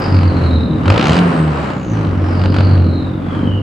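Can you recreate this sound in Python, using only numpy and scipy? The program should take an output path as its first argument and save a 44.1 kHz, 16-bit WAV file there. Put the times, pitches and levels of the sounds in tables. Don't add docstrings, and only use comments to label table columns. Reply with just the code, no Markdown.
import sys
import numpy as np
from scipy import signal
from scipy.fft import rfft, irfft, next_fast_len
from scipy.io import wavfile
from scipy.ndimage import map_coordinates

SR = 44100
rng = np.random.default_rng(int(sys.argv[2]) if len(sys.argv) > 2 else 0)


def makeup_ratio(level_db):
    decades = np.asarray(level_db, float) / 20
    return 10 ** decades


def unload_wav(signal):
    wavfile.write(
        sys.argv[1],
        SR,
        np.round(np.clip(np.atleast_2d(signal).T, -1, 1) * 32767).astype(np.int16),
    )


N = 159642

# time in seconds, firings per second.
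FIRING_RATE = [(0.0, 50.53), (0.16, 46.27), (0.36, 43.56), (0.58, 40.2), (0.82, 39.42), (0.92, 49.21),
               (0.99, 59.66), (1.08, 77.11), (1.14, 85.5), (1.19, 89.28), (1.37, 81.68), (1.72, 64.85),
               (2.11, 47.18), (2.25, 44.67), (2.45, 47.22), (2.7, 47.48), (2.87, 43.67), (3.62, 49.46)]
# time in seconds, level in dB, level of the second order in dB.
EXHAUST_LEVEL = [(0, -2, -9.5), (.17, -3, 0), (.3, -3.5, -2.5), (.62, 0, 4), (.78, -2.5, -11),
                 (.92, 1, 3.5), (1.03, -3.5, -8.5), (1.17, -4.5, -1.5), (1.55, -8.5, -6.5),
                 (1.72, -13.5, -9), (1.95, -2.5, -3.5), (2.25, -3.5, -4.5), (2.45, -0.5, -3.5),
                 (2.85, 0, 0), (3.1, -5, -10), (3.23, -7.5, -16), (3.45, -1.5, -7), (3.62, -7, -5)]
# time in seconds, strength of the crack at the tip in dB.
ENGINE_LOAD = [(0, -43), (.2, -38.5), (.235, -33), (.27, -50.5), (.81, -54), (.875, -24), (1.06, -23.5),
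               (1.193, -28.5), (1.203, -42.5), (2.39, -45.5), (2.455, -24.5), (2.48, -52), (2.545, -26.5),
               (2.61, -27.5), (2.63, -42.5), (2.85, -41), (2.93, -61), (3.62, -58)]
# time in seconds, level in dB.
GAS_FLOW = [(0.0, -20), (0.15, -26.5), (0.67, -30.5), (0.92, -28.5), (1.05, -24.5), (1.18, -25.5),
            (1.61, -27), (2.56, -28), (2.9, -31), (3.28, -33.5), (3.62, -32)]
# time in seconds, pitch in Hz, level in dB.
TURBINE_PITCH = [(0, 4976, -41), (.4, 4080, -45.5), (.55, 3847, -39), (.7, 3760, -43.5), (.82, 3530, -56),
                 (1.0, 4960, -42.5), (1.2, 8940, -53), (1.55, 7680, -58), (1.75, 6940, -57),
                 (1.95, 6010, -48.5), (2.15, 5620, -63.5), (2.4, 4683, -42.5), (2.58, 4530, -44.5),
                 (2.74, 4287, -47.5), (3, 3890, -45.5), (3.25, 3333, -55), (3.5, 2987, -37),
                 (3.62, 2835, -45)]
# frequency in Hz, gain in dB.
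TIP_COLOUR = [(2000, -3.5), (3000, 3), (3450, -1.5), (3900, 4), (4800, 4), (5700, -1), (8800, 2),
              (10200, -4)]
# centre in Hz, width in Hz, level in dB.
PIPE_MODES = [(61.5, 19.5, -7), (93.7, 40, -5), (162.2, 34, -2.5), (246.8, 55.4, -8.5), (321.7, 39.5, -9),
              (433.2, 24, -17), (543.7, 59, -17.5)]
# frequency in Hz, level in dB per Hz.
CRACK_SPECTRUM = [(180, -28), (300, 8), (385, -7.5), (587, 4), (660, 2.5), (1270, -7.5), (3060, -12.5),
                  (7140, -30.5), (9850, -37), (12800, -73), (21700, -120)]
# frequency in Hz, level in dB per Hz.
ROAR_SPECTRUM = [(180, -37.5), (300, -3.5), (579, -11), (651, -12.5), (1260, -13.5), (1950, -23.5),
                 (3870, -43), (5570, -49.5), (9850, -58.5), (12800, -89.5), (21700, -120)]
# frequency in Hz, left-right correlation.
LIKENESS = [(60, 0.96), (160, 0.96), (450, 0.6), (1240, 0.067), (3420, 0.46), (9400, 0.15)]
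# frequency in Hz, radians by which left leads.
LEFT_LEAD = [(0, 0), (950, 0.1), (1290, 0.99), (5940, -0.61), (6460, -0.23), (9560, -2.4)]
# frequency in Hz, left over right in dB.
LEFT_BALANCE = [(60, -.2), (450, -.3), (1240, 1.8), (2200, -.5), (4000, -1.9), (9400, 1.8)]
# frequency in Hz, time to fall 60 dB in seconds.
GARAGE_T60 = [(100, 0.92), (1000, 1.54), (4000, 0.3), (9000, 0.13)]
# multiple of the firing rate, level in dB.
ENGINE_ORDERS = [(1, -11), (2, 3.5), (3, -2), (4, -12), (5, -11.5), (6, -13)]
# frequency in Hz, gain in dB.
ORDER_TUNING = [(47, -40.5), (56, -20.5), (66, -36), (91, -12), (115, -18.5), (128, -45.5), (140, -16),
                (170, -16.5)]


def unit(x):
    return x / np.sqrt(np.mean(x ** 2) + 1e-20)


def along(points, hz):
    f, v = np.transpose(points)
    return np.interp(np.log(hz + 1), np.log(f + 1), v)


def curve(rows, column=1):
    return np.interp(np.arange(N) / SR, *np.transpose(rows)[[0, column]])


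def wobble(rate):
    knots = rng.standard_normal(int(N * rate / SR) + 4)
    return map_coordinates(knots, [np.arange(N) * rate / SR])


def filtered(x, response):
    m = next_fast_len(N + SR // 2)
    return irfft(rfft(x, m) * response(np.fft.rfftfreq(m, 1 / SR)), m)[..., :N]


def paired(pair, gain):
    def mid_side(hz):
        turn = np.arccos(np.clip(along(LIKENESS, hz), -1, 1)) / 2
        return gain(hz) * np.array([np.cos(turn), np.sin(turn)])

    mid, side = filtered(pair, mid_side)
    return np.array([mid + side, mid - side])


def firings(scatter_db, jitter_s=0., lead_s=0.):
    at = np.flatnonzero(np.diff(np.floor(np.cumsum(curve(FIRING_RATE)) / SR)))
    luck = rng.standard_normal((len(at), 2))
    when = np.round(at + (jitter_s * luck[:, 0] - lead_s) * SR).astype(int)
    cylinder_db = np.resize([0, -1, .5, -.5], len(at))
    return np.bincount(np.clip(when, 0, N - 1), makeup_ratio(cylinder_db + scatter_db * luck[:, 1]), N)


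def puffs(t60_s, scatter_db):
    t = np.arange(SR // 20) / SR
    puff = makeup_ratio(-60 * t / t60_s) * (1 - np.exp(-t / .0007))
    return signal.fftconvolve(firings(scatter_db), puff)[:N]


def orders():
    unsteady_db, spread = 2.1, .13
    rate = curve(FIRING_RATE)
    turn = 2 * np.pi * np.cumsum(rate) / SR
    total = np.zeros(N)
    for k, db in ENGINE_ORDERS:
        level_db = curve(EXHAUST_LEVEL, 2 if k == 2 else 1) + db + along(ORDER_TUNING, k * rate)
        level = np.sqrt(2) * makeup_ratio(level_db + unsteady_db * wobble(18))
        total -= level * np.cos(k * turn - spread * k * k)
    return total


def boom():
    rough_db, thump_db = -7, -15.5
    thumps = firings(scatter_db=2.5, jitter_s=.0006, lead_s=0.00407)
    drive = unit(thumps) + makeup_ratio(rough_db) * rng.standard_normal(N)

    def pipe(f):
        total = 0
        for k, (centre, width, db) in enumerate(PIPE_MODES):
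            damping = 1j * f * width
            total = total + (-1) ** k * makeup_ratio(db) * damping / (centre ** 2 - f * f + damping)
        return total / (1 + (f / 900) ** 2)

    return makeup_ratio(curve(EXHAUST_LEVEL) + thump_db) * unit(filtered(drive, pipe))


def roar():
    rasp_db = 2.5
    gate = 1 + .3 * unit(puffs(.08, 3))

    def colour(f):
        return makeup_ratio(along(ROAR_SPECTRUM, f) + along(TIP_COLOUR, f)) * f ** 2 / (f ** 2 + 250 ** 2)

    air = paired(rng.standard_normal((2, N)), colour)
    flow = makeup_ratio(curve(GAS_FLOW) + 2.5 + 2.2 * wobble(8.13))
    clatter = makeup_ratio(curve(ENGINE_LOAD) + rasp_db)
    return np.hypot(flow, clatter) * unit(gate * air)


def whistle():
    swing, width, puff_depth, patchy_db = .045, .135, 1.6, 2
    narrow_below_hz = 4300
    pitch = curve(TURBINE_PITCH)
    firing_cycle = np.sin(2 * np.pi * np.cumsum(curve(FIRING_RATE)) / SR)
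    hz = pitch * (1 + swing * np.minimum(1, pitch / narrow_below_hz) ** 2 * firing_cycle)
    phase = 2 * np.pi * np.cumsum(hz) / SR
    knots = np.cumsum(width * hz * np.minimum(1, hz / narrow_below_hz) ** 2) / SR
    a, b = (map_coordinates(row, [knots]) for row in rng.standard_normal((2, N // 4)))
    gate = 1 + puff_depth * unit(puffs(.05, 3))
    band = unit(gate * (a * np.cos(phase) + b * np.sin(phase)))
    level = makeup_ratio(curve(TURBINE_PITCH, 2) + patchy_db * wobble(12))
    return filtered(level * band, lambda f: makeup_ratio(along(TIP_COLOUR, f)))


def crack():
    box_hz, box_width_hz, box_gain = 1360, 195, 1.98
    bright_db_per_hz, bright_from_hz = .22, 5000
    snap_db, snap_growth, snap_t60_s = -35, .8, .01
    lift_s, lift_db = 1.188, 12
    burst = unit(puffs(t60_s=.024, scatter_db=2.2)) * rng.standard_normal(N)

    def dull_and_bright(f):
        top = 1 / (1 + (bright_from_hz / (f + 1)) ** 4)
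        damping = 1j * f * box_width_hz
        box = 1 + box_gain * damping / (box_hz ** 2 - f * f + damping)
        colour = makeup_ratio(along(CRACK_SPECTRUM, f) + along(TIP_COLOUR, f)) * (f > 300)
        return colour * box * np.array([1 - top, top])

    dull, bright = filtered(burst, dull_and_bright)
    speed_db = bright_db_per_hz * (curve(FIRING_RATE) - 70)
    lifted = np.abs(np.arange(N) / SR - lift_s) < snap_t60_s / 2
    snap_level = makeup_ratio(snap_db + snap_growth * speed_db + lift_db * lifted)
    snap = snap_level * unit(puffs(snap_t60_s, 3)) * rng.standard_normal(N)
    return makeup_ratio(curve(ENGINE_LOAD) + 4) * (unit(dull + makeup_ratio(speed_db) * bright) + snap)


def garage(x):
    hz, t, z = signal.stft(rng.standard_normal((2, SR)), SR, nperseg=256)
    decay = makeup_ratio(-60 * t / along(GARAGE_T60, hz)[:, None])
    tail = signal.istft(z * decay, SR, nperseg=256)[1]
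    late = np.pad(x, (500, 0))[None]
    wet = signal.fftconvolve(late, tail / np.linalg.norm(tail[0]), axes=1)[:, :N]
    return paired(wet, np.ones_like)


def scene():
    steady, low, air, high, sharp = orders(), boom(), roar(), whistle(), crack()

    def microphones(f):
        return np.exp(.5j * along(LEFT_LEAD, f) * np.array([[1], [-1]]))

    wet = garage(makeup_ratio(-5) * low + makeup_ratio(-7.5) * sharp + makeup_ratio(-4) * high)
    return filtered(steady + low + sharp + high, microphones) + wet + air


def low_pass(x):
    return signal.sosfilt(signal.butter(12, 15830, fs=SR, output="sos"), x)


def record(dry):
    low_cut_hz, hiss_db, tick_db, tick_t60_s = 46, -64.5, -33, 0.013

    def mic(f):
        balance = makeup_ratio(along(LEFT_BALANCE, f) * np.array([[.5], [-.5]]))
        return balance / np.sqrt(1 + (low_cut_hz / (f + 1)) ** 6)

    hiss = makeup_ratio(hiss_db) + makeup_ratio(tick_db - 60 * np.arange(N) / SR / tick_t60_s)
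    x = filtered(dry, mic) + hiss * rng.standard_normal(dry.shape)
    clipped = x / (1 + np.abs(x / 1.05) ** 5) ** (1 / 5)
    fade_out = np.minimum(1, np.arange(N)[::-1] / 150)
    return low_pass(clipped * fade_out)


dry = scene()
out = record(dry)
unload_wav(out)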